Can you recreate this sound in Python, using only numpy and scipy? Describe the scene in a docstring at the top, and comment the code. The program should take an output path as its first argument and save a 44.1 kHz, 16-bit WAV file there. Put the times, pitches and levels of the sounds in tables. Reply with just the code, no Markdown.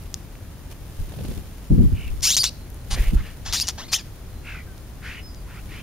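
"""On a lawn, right in front of a small camera lying in the grass, starlings squabble over scraps.
Near birds squawk with two warbling voices and a rattle, one hisses, and bills snap as short rings and cracks.
Others further off churr on duller voices, and thin whistles glide in the distance.
Wing strokes and gusts blow on the microphone, feathers and grass rustle as uneven noise, and birds leave
short tails of scattered sound. Steady noise, strongest in the bass, is the open air."""
import sys
import numpy as np
from scipy import signal
from scipy.fft import rfft, irfft, next_fast_len
from scipy.io import wavfile
from scipy.ndimage import uniform_filter1d, map_coordinates

SR = 44100
rng = np.random.default_rng(int(sys.argv[2]) if len(sys.argv) > 2 else 0)


def inscribe(sig):
    """Save sig as 16-bit PCM at rate SR to the path in sys.argv[1].

    A 1-D sig is mono; a 2-D sig holds one channel per row.
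    Samples are clipped to [-1, 1] before scaling.
    """
    pcm = np.round(np.clip(np.atleast_2d(sig).T, -1, 1) * 32767)
    wavfile.write(sys.argv[1], SR, pcm.astype(np.int16))


N = 256662
TIME = np.arange(N) / SR


def from_db(db):
    """Decibels to an amplitude factor."""
    return 10 ** (np.asarray(db) / 20)


def rms_one(x):
    """Scale to an overall rms of 1."""
    return x / np.sqrt(np.mean(x ** 2) + 1e-20)


def even(x):
    """Hold the short-term level at 1."""
    return x / np.sqrt(np.maximum(uniform_filter1d(x ** 2, size=300), 1e-12))


def at_hz(points, hz):
    """Read a curve on a log-frequency axis."""
    f, value = np.transpose(points)
    return np.interp(np.log(hz + 1e-9), np.log(f), value)


def colour(x, spectrum):
    """Filter by a smooth spectrum of (hz, gain_db) points."""
    size = next_fast_len(x.shape[-1] + SR // 10, real=True)
    gain = from_db(at_hz(spectrum, np.fft.rfftfreq(size, 1 / SR)))
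    return irfft(rfft(x, size) * gain, size)[..., :x.shape[-1]]


def drift(rate, size):
    """Smooth chance of spread about 1, with a fresh random point rate times a second."""
    knots = rng.standard_normal(8000)
    return map_coordinates(knots, [np.arange(size) * rate / SR], order=2, mode="wrap")


def envelope(t, attack_s, fade_db, release_s):
    """A call opens, sags ever faster as the air runs out, and closes; a negative fade swells."""
    gate = np.clip(t / attack_s, 0, 1) * np.clip((t[-1] - t) / release_s, 0, 1)
    return gate * from_db(-fade_db * (t / t[-1]) ** 1.88)


def puff(s, swell_s):
    """A push of air peaks after swell_s and dies away a few times more slowly."""
    u = np.clip((TIME - s) / swell_s, 0, 20)
    return u * np.exp(1 - u)


PORT_SPACING_M = 0.018


def placed(x, s, degrees):
    """A sound that starts at s; from the right it reaches the left port later."""
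    lag = PORT_SPACING_M * np.sin(np.radians(degrees)) / 343 * SR   # in samples; sound travels 343 m/s
    out, start = np.zeros((2, N + SR)), round(s * SR)
    left = map_coordinates(x, [np.arange(len(x)) - lag], order=3)
    out[:, start:start + len(x)] = left, x
    return out[:, :N]


def at_ports(x):
    """Each port tints the sound, the right one duller around 6.5 kHz."""
    left = colour(x[0], [(3000, 0.034), (6500, 0.41), (9000, 1.7)])
    right = colour(x[1], [(3000, -0.5), (6500, -3.0), (9000, 1.3)])
    return np.array([left, right])


# How alike the two ports hear sound from all around: hz [Hz], likeness [correlation, 1 = identical]
PORT_LIKENESS = [(30, 0.95), (80, 0.86), (250, 0.85), (600, 0.66), (1500, 0.65), (4000, 0.11),
                 (9000, 0.029), (15000, 0.03)]


def diffuse_noise(spectrum):
    """Stereo noise from all around, less alike between the ports in the treble; rms 1."""
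    alike = np.clip(at_hz(PORT_LIKENESS, np.fft.rfftfreq(N, 1 / SR)), -1, 1)
    mid, side = rfft(rng.standard_normal((2, N)))
    shared, opposed = np.sqrt(1 + alike) * mid, np.sqrt(1 - alike) * side * [[1], [-1]]
    return rms_one(colour(irfft(shared + opposed, N), spectrum))


# Colour of the open air, a low rumble under faint hiss: hz [Hz], gain_db [dB]
AIR_COLOUR = [(12, -8), (20, -3), (53, 1), (112, -5), (140, -8), (161, -11), (225, -14.5), (342, -19),
              (427, -22.5), (465, -23), (1100, -30.5), (1580, -32), (2760, -36.5), (3960, -38),
              (15500, -40.5)]
AIR_DB = -36.5


def open_air():
    """Steady diffuse noise rumbles low, a touch louder on the left."""
    return from_db(AIR_DB) * diffuse_noise(AIR_COLOUR) * from_db([[.5], [-.5]])


def garden(x, wet_db, t60):
    """Ground, tub and trees scatter a faint short tail, different at each port."""
    t = np.arange(SR // 2) / SR
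    decay = from_db(-60 * t / t60) * (t > .002)   # nothing returns in the first 2 ms
    tail = colour(rng.standard_normal((2, len(t))), [(1000, -2), (5000, 10), (12000, -7.0)]) * decay
    tail = tail / np.sqrt(np.sum(tail ** 2) / 2)
    return from_db(wet_db) * signal.fftconvolve(x[None], tail, axes=1)[:, :N]


# Bouts of feathers and grass brushing: middle_s [s], half_length_s [s], level_db [dB]
BRUSH_BOUTS = [(.02, 0.16, -51.5), (0.716, 0.015, -45), (1.056, 0.24, -48.5), (1.3, 0.12, -44),
               (1.95, 0.57, -50), (3.024, 0.11, -38.5), (3.145, 0.013, -38), (3.45, 0.79, -53),
               (5.8, .3, -51)]
# Colour of brushing feathers and grass: hz [Hz], gain_db [dB]
FEATHER_COLOUR = [(200, 7), (400, 9.5), (800, 0), (1500, -3.5), (3000, -0.5), (6000, -4), (10000, -2),
                  (14000, -4), (16000, -6.5)]
STIRRING_DB = -56   # the flock is never quite still


def rustle(grain_db):
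    """Feathers and grass blades brush in tiny uneven bursts; each bout swells and fades."""
    power = from_db(STIRRING_DB) ** 2
    for s, half, level_db in BRUSH_BOUTS:
        power = power + from_db(level_db) ** 2 * np.exp(-2 * ((TIME - s) / half) ** 2)
    noise = diffuse_noise(FEATHER_COLOUR)
    grain = rms_one(from_db(grain_db * drift(500, N) + drift(50, N)))
    return np.sqrt(power) * noise * grain


# Quick flicks of head and feathers: start_s [s], level_db [dB]
FEATHER_FLICKS = [(1.118, -36.5), (1.135, -37.5), (1.186, -34), (1.206, -37), (1.247, -32.5),
                  (1.273, -39.5), (1.311, -33), (1.375, -37), (2.958, -38), (2.973, -31), (2.983, -33.5)]
# Dull colour of a flick: hz [Hz], gain_db [dB]
FLICK_COLOUR = [(100, 3), (300, 10), (700, 2), (1200, -14.5), (3000, -10), (8000, -24), (15000, -40)]


def flicks(swell_s):
    """Short puffs of dull noise swell and die within some milliseconds."""
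    level = sum(from_db(level_db) * puff(s, swell_s) for s, level_db in FEATHER_FLICKS)
    return level * diffuse_noise(FLICK_COLOUR)


# Gusts of turbulent air behind the wings: start_s [s], swell_s [s], level_db [dB], eddy_hz [Hz]
WING_GUSTS = [(.98, 0.031, -26, 83), (1.15, 0.066, -30.5, 225), (1.28, 0.017, -27, 207),
              (1.36, 0.017, -27.5, 140), (1.7, 0.02, -9.5, 243), (1.775, 0.019, -8.5, 218),
              (1.835, 0.016, -9.5, 162), (1.917, 0.01, -13, 135), (1.95, 0.027, -27.5, 95.5),
              (2.04, 0.056, -23.5, 72), (2.87, 0.1, -29, 110), (3.122, 0.011, -16.5, 211),
              (3.175, 0.016, -20.5, 85), (3.47, 0.023, -31.5, 60), (5.6, 0.13, -41.5, 200)]


def airflow():
    """Gusts add up in power, and the stronger ones weigh more in the eddy rate: (strength, eddy Hz)."""
    powers = np.array([(from_db(level_db) * puff(s, swell_s)) ** 2 + 1e-16
                       for s, swell_s, level_db, _ in WING_GUSTS])
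    total = powers.sum(axis=0)
    return np.sqrt(total), np.array(WING_GUSTS)[:, -1] @ powers / total


def draught(steepness, rise, shared):
    """Eddies buffet each port as bands of low noise that weaken above the moving eddy rate."""
    strength, eddy_hz = airflow()
    out, edges = 0, 22 * 2 ** np.arange(0, 6.5, .66)
    for low, high in zip(edges, edges[1:]):
        white = rng.standard_normal((2, N)) + shared * rng.standard_normal(N)
        band = signal.sosfilt(signal.butter(2, [low, high], "band", fs=SR, output="sos"), white)
        ratio = np.sqrt(low * high) / eddy_hz
        out = out + rms_one(band) * ratio ** rise / np.sqrt(1 + ratio ** steepness)
    out = signal.sosfilt(signal.butter(2, 450, fs=SR, output="sos"), out)
    return strength * out / np.sqrt(uniform_filter1d(np.mean(out ** 2, axis=0), size=1200))


# Wing strokes that push air on the microphone: middle_s [s], peak_db [dB],
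# half_length_s [s, from the middle to either peak]
WING_STROKES = [(1.003, -25.5, 0.013), (2.089, -20.5, 0.0053), (2.929, -16, 0.0067), (3.006, -10, 0.0053),
                (3.084, -9.5, 0.0062), (3.163, -6.5, 0.0047)]


def wing_strokes():
    """A passing wing draws the air away and then pushes it back."""
    out = np.zeros(N)
    for s, peak_db, half in WING_STROKES:
        u = np.clip((TIME - s) / half, -10, 10)
        out += from_db(peak_db) * u * np.exp((1 - u * u) / 2)
    return out


# Thin distant whistles: start_s [s], length_s [s], start_hz [Hz], end_hz [Hz], level_db [dB]
THIN_WHISTLES = [(2.503, .18, 4150, 4130, -58), (4.286, 0.2, 4150, 4110, -60),
                 (4.658, .1, 1595, 1480, -54.5), (5.203, 0.11, 5240, 4930, -47),
                 (5.246, 0.19, 5050, 4730, -56)]


def whistles():
    """Thin gliding sines swell, waver and fade."""
    out = np.zeros(N)
    for s, length, start_hz, end_hz, level_db in THIN_WHISTLES:
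        span = (TIME >= s) & (TIME < s + length)
        along = (TIME[span] - s) / length
        hz = (start_hz + (end_hz - start_hz) * along) * (1 + 0.012 * drift(283, len(along)))
        level = from_db(level_db + 1.5 * drift(37, len(along))) * np.sin(np.pi * along)
        out[span] += level * np.sin(2 * np.pi * np.cumsum(hz) / SR)
    return out


def membrane(hz, slope_db):
    """One side of the syrinx: twelve harmonics that change by slope_db an octave."""
    k = np.arange(1, 13)[:, None]
    phase = 2 * np.pi * np.cumsum(hz) / SR
    level = from_db(slope_db * np.log2(k)) * (k * hz < SR / 2)
    return np.sum(level * np.sin(k * phase), axis=0)


def rattle(size, per_s, scatter, air):
    """Slack membranes slap at uneven intervals, with a little air rushing between the slaps."""
    turns = np.cumsum(per_s * np.exp(scatter * drift(900, size))) / SR
    slaps = np.diff(np.floor(turns), prepend=0) * from_db(3.5 * rng.standard_normal(size))
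    return rms_one(slaps) + air * rng.standard_normal(size)


def call(upper_hz, lower_hz, rasp, throat, warble_hz, warble, throb_db, jitter, lower_db, slope_db, tilt_db=0):
    """Two warbling voices and a rattle share one throat; less rasp means less rattle and more tone."""
    size, rasp = len(upper_hz), np.clip(rasp, 0, 1)
    # an open bill facing this way is brighter
    throat = [(hz, db + tilt_db * np.log2(hz)) for hz, db in throat]
    swing = np.sin(2 * np.pi * np.cumsum(warble_hz * (1 + 0.111 * drift(40.2, size))) / SR)
    upper_bend = warble * swing + jitter * (0.43 + rasp) * drift(691, size)
    upper = membrane(upper_hz * (1 + upper_bend), slope_db)
    lower_bend = warble * swing * (1 - rasp) + jitter * (0.49 + rasp) * drift(704, size)
    lower = membrane(lower_hz * (1 + lower_bend), slope_db + 2)
    # the slack side comes and goes, and rests in pure notes
    lower = lower * from_db(lower_db + 3.6 * drift(119.3, size)) * np.tanh(3 * rasp)
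    tone = even(colour(upper + lower, throat)) * from_db(2.04 * drift(303.7, size))
    noise = even(colour(rattle(size, per_s=750, scatter=.35, air=0.85), throat))
    mix = np.sqrt(1 - rasp) * tone + np.sqrt(rasp) * noise
    return from_db(throb_db * swing) * mix   # louder at the top of each warble


# Churrs further off: start_s [s], length_s [s], from_hz [Hz], to_hz [Hz],
# lower_share [lower pitch / upper pitch], level_db [dB], fade_db [dB], rasp [0-1]
FAR_CHURRS = [ (1.926, 0.18, 2553, 2470, 0.93, -45.5, -0.5, 0.16),
              (2.924, 0.2, 1850, 2822, 0.79, -37.5, 8.5, 0.43),
              (3.153, 0.084, 1046, 2310, .63, -36, 16.5, 0.5),
              (3.215, 0.15, 2450, 2580, 0.66, -41.5, 20, 0.8),
              (4.434, .195, 2467, 2040, .62, -37.5, 7.5, .22),
              (5.013, 0.21, 1738, 2840, 0.77, -35, 11.5, 0.33),
              (5.455, 0.16, 848, 2697, 0.56, -48, -2, 0.5), (5.674, 0.15, 1890, 3050, .83, -43.5, 1, 0.72)]
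# Colour of the far throats: hz [Hz], gain_db [dB]
FAR_THROAT_COLOUR = [(300, -52), (700, -9), (1400, 1.5), (2300, 3.5), (3000, 1), (4000, -7), (6000, -11),
                     (12000, -20)]
CHURR_ATTACK_S, CHURR_RELEASE_S, FAR_DEGREES = 0.05, 0.022, 28
CHURR_ARCH = .05   # a churr bows upward in the middle by this share of its pitch
CHURR_SETTLE, SETTLE_BEND = .65, 4   # towards its end it loses this share of its warble and rasp


def far_birds():
    """Duller churrs with a slow wide warble; each glides in a low arch and settles into a plainer note."""
    out = 0
    for s, length, from_hz, to_hz, lower_share, level_db, fade_db, rasp in FAR_CHURRS:
        t = np.arange(round(length * SR)) / SR
        hz = np.linspace(from_hz, to_hz, len(t)) * (1 + CHURR_ARCH * np.sin(np.pi * t / length))
        unrest = 1 - CHURR_SETTLE * (t / length) ** SETTLE_BEND
        voice = call(hz, lower_share * hz, rasp * unrest, FAR_THROAT_COLOUR, warble_hz=59.75,
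                     warble=0.151 * unrest, throb_db=0.5, jitter=0.029, lower_db=0.0, slope_db=-30)
        shape = from_db(level_db) * envelope(t, CHURR_ATTACK_S, fade_db, CHURR_RELEASE_S)
        out = out + placed(shape * voice, s, FAR_DEGREES)
    return out


# Colour of the hoarse hiss: hz [Hz], gain_db [dB]
HOARSE_COLOUR = [(290, -45), (500, -18), (674, 0.5), (1540, -8), (4470, 0.5), (6760, -3.5), (7790, -9),
                 (9380, -7), (13600, -27), (15000, -32)]
HISS_S, HISS_LENGTH_S, HISS_ATTACK_S, HISS_RELEASE_S = 2.902, 0.059, 0.013, 0.013
HISS_DB, HISS_FADE_DB, HISS_DEGREES = -27.5, 3.5, 24


def hiss():
    """One bird's hoarse hiss: rattle and air without a tone."""
    t = np.arange(round(HISS_LENGTH_S * SR)) / SR
    noise = rms_one(colour(rattle(len(t), per_s=500, scatter=.4, air=0.7), HOARSE_COLOUR))
    shape = from_db(HISS_DB) * envelope(t, HISS_ATTACK_S, HISS_FADE_DB, HISS_RELEASE_S)
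    return placed(shape * noise, HISS_S, HISS_DEGREES)


# Sharp snaps of bill and throat: start_s [s], level_db [dB], ring_hz [Hz]
BILL_SNAPS = [(0.1424, -6.5, 6600), (.354, -35.5, 2200), (.716, -35, 6100), (1.785, -40, 2900),
              (2.2081, -25, 5500), (2.305, -3.5, 6100), (2.367, 2, 6400), (2.3747, -7, 6000),
              (2.4411, 0.5, 5600), (2.703, -29.5, 12000), (2.745, -31, 11000), (2.982, -30, 3000),
              (3.526, -8.5, 4950), (3.6002, -4.5, 5830), (3.671, -15.5, 6300), (3.6752, -11.5, 6240),
              (3.681, -11, 5900), (3.6874, -3.5, 6400), (3.9298, -6, 5300), (3.9347, -4, 5070),
              (3.995, -21, 5070), (4.78, -33, 5030), (5.347, -32, 5530)]
# Colour of the near throats, for snaps and squawks: hz [Hz], gain_db [dB]
NEAR_THROAT_COLOUR = [(300, -34), (750, -15.5), (1400, -14.5), (2400, -12.5), (3400, -5), (4400, -3),
                      (5600, 2), (7100, -2), (8300, -10.5), (9800, -10.5), (11500, -19.5), (13500, -11.5),
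                      (16000, -29)]
SNAP_DEGREES = 14


def snaps(swell_s, crack_db, crack_s):
    """Each snap rings the bill cavity for a few cycles over a short crack coloured by the throat."""
    rings, cracks, t = np.zeros(N), np.zeros(N), np.arange(400) / SR
    for s, level_db, hz in BILL_SNAPS:
        at = round(s * SR) + np.arange(len(t))
        swell = t / swell_s * np.exp(1 - t / swell_s)
        rings[at] += from_db(level_db) * swell * np.sin(2 * np.pi * hz * t)
        cracks[at] += from_db(level_db + crack_db) * rng.standard_normal(len(t)) * np.exp(-t / crack_s)
    rings = colour(rings, [(1000, 5.5), (3000, 3.5), (7500, -0.5), (11000, -2.0)])
    return rings + colour(cracks, NEAR_THROAT_COLOUR)


# Near squawks: start_s [s], length_s [s], attack_s [s], glide_s [s], upper_from_hz [Hz], upper_to_hz [Hz],
# lower_from_hz [Hz], lower_to_hz [Hz], level_db [dB], fade_db [dB], rasp_from [0-1], rasp_to [0-1, once tight],
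# warble [share of pitch], tilt_db [dB per octave, brightness], degrees [degrees to the right]
NEAR_SQUAWKS = [ (2.22, 0.14, 0.021, .140, 1950, 4450, 747, 3597, -16, 6, 0.46, 0.1, 0.066, 2.0, 23),
                (2.369, .058, 0.0015, .023, 2700, 4750, 1152, 3260, -17, 4, 0.9, .04, 0.059, 2.2, 30),
                (2.43, .069, 0.0061, 0.033, 1750, 4235, 778, 2795, -18, 17, 0.76, 0.13, 0.1, 0, 29),
                (3.449, 0.095, 0.014, 0.058, 1300, 3930, 657, 2090, -32, 10.5, 0.56, 0.57, 0.056, -4, 46),
                (3.525, 0.079, 0.0086, 0.047, 1500, 4250, 723, 2440, -20.5, 7.5, 0.94, 0.15, 0.15, -1.5, 6),
                (3.599, 0.031, 0.014, 0.031, 3750, 5260, 2390, 2890, -20, -0.5, 0.33, 0, 0.049, 1.5, 11),
                (3.626, 0.043, 0.0034, 0.032, 3400, 2840, 2360, 1950, -33.5, 11, 0.48, 0.2, .02, -3.5, 13),
                (3.678, 0.038, .008, .022, 2030, 4300, 810, 2030, -22, 20, 1, 1, 0.044, -2.5, 18),
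                (3.775, 0.1, 0.0096, .072, 1250, 4080, 721, 2130, -33.5, 20, 0.55, 0.3, 0.044, -7, 88),
                (3.879, 0.037, .005, 0.011, 4000, 4300, 2400, 2420, -40.5, 4, 0.6, 0.14, .03, -6, 72),
                (3.913, 0.026, 0.024, 0.02, 1300, 2500, 657, 1265, -21, -4.5, 0.6, 0.9, .02, -1.5, 7),
                (3.934, 0.046, 0.0045, .017, 1950, 3346, 981, 1900, -16, 22, 0.19, 0.17, 0.088, -1, 6.1),
                (3.974, 0.041, .004, .038, 2850, 2310, 1840, 1700, -35.5, 7, 0.12, 0.17, .06, -5, 7)]
# A tighter membrane sings purer: pitch_hz [Hz], slope_db [dB per octave of overtones]
OVERTONE_FALL = [(3200, -3), (4800, -5)]
SQUAWK_RELEASE_S = 0.0028
WANDER = .055   # each side strays from its glide by this share at middling rasp, more when raspier


def near_birds():
    """Close squawks with a very fast warble: as the syrinx tightens, both voices glide and the rasp shifts."""
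    out = 0
    for (s, length, attack, glide, upper_from, upper_to, lower_from, lower_to, level_db, fade_db,
         rasp_from, rasp_to, warble, tilt_db, degrees) in NEAR_SQUAWKS:
        t = np.arange(round(length * SR)) / SR
        tension = np.minimum(t / glide, 1)
        rasp = rasp_from + (rasp_to - rasp_from) * tension
        stray = WANDER * (.5 + rasp)
        upper_hz = upper_from * (upper_to / upper_from) ** tension * (1 + stray * drift(130.9, len(t)))
        lower_hz = lower_from * (lower_to / lower_from) ** tension * (1 + stray * drift(110, len(t)))
        voice = call(upper_hz, lower_hz, rasp, NEAR_THROAT_COLOUR, warble_hz=94.4, warble=warble,
                     throb_db=0.1, jitter=0.027, lower_db=-0.5,
                     slope_db=at_hz(OVERTONE_FALL, upper_hz), tilt_db=tilt_db)
        shape = from_db(level_db) * envelope(t, attack, fade_db, SQUAWK_RELEASE_S)
        out = out + placed(shape * voice, s, degrees)
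    return out


def scene():
    """Open air, feathers, wings and birds together."""
    feathers = rustle(grain_db=3.0) + flicks(swell_s=0.0036)
    gusts = draught(steepness=7.6, rise=0.11, shared=0.55) * from_db([[1], [-.5]])
    wings = wing_strokes() + gusts
    far = far_birds() + placed(whistles(), 0, FAR_DEGREES)
    clacks = snaps(swell_s=.00012, crack_db=-7, crack_s=.0008)
    near = near_birds() + hiss() + placed(clacks, 0, SNAP_DEGREES)
    birds = at_ports(near + far)
    near_tails = garden(near[1], wet_db=-32.0, t60=0.086) + garden(near[1], wet_db=-27.0, t60=0.33)
    far_tail = garden(far[1], wet_db=-11, t60=.14)
    return open_air() + feathers + wings + far_tail + near_tails + birds


CUTOFF_HZ = 15600


def record(dry):
    """The camera thins the deepest bass, has a narrow treble notch, rounds its peaks and cuts the top."""
    thinned = signal.sosfilt(signal.butter(1, 14, "high", fs=SR, output="sos"), dry)
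    notched = signal.lfilter(*signal.iirnotch(7830, 14, fs=SR), thinned)
    rounded = notched / (1 + (notched / .78) ** 6) ** (1 / 6)   # peaks bend towards 0.78
    return signal.sosfilt(signal.ellip(10, .1, 90, CUTOFF_HZ, fs=SR, output="sos"), rounded)


dry = scene()
out = record(dry)
inscribe(out)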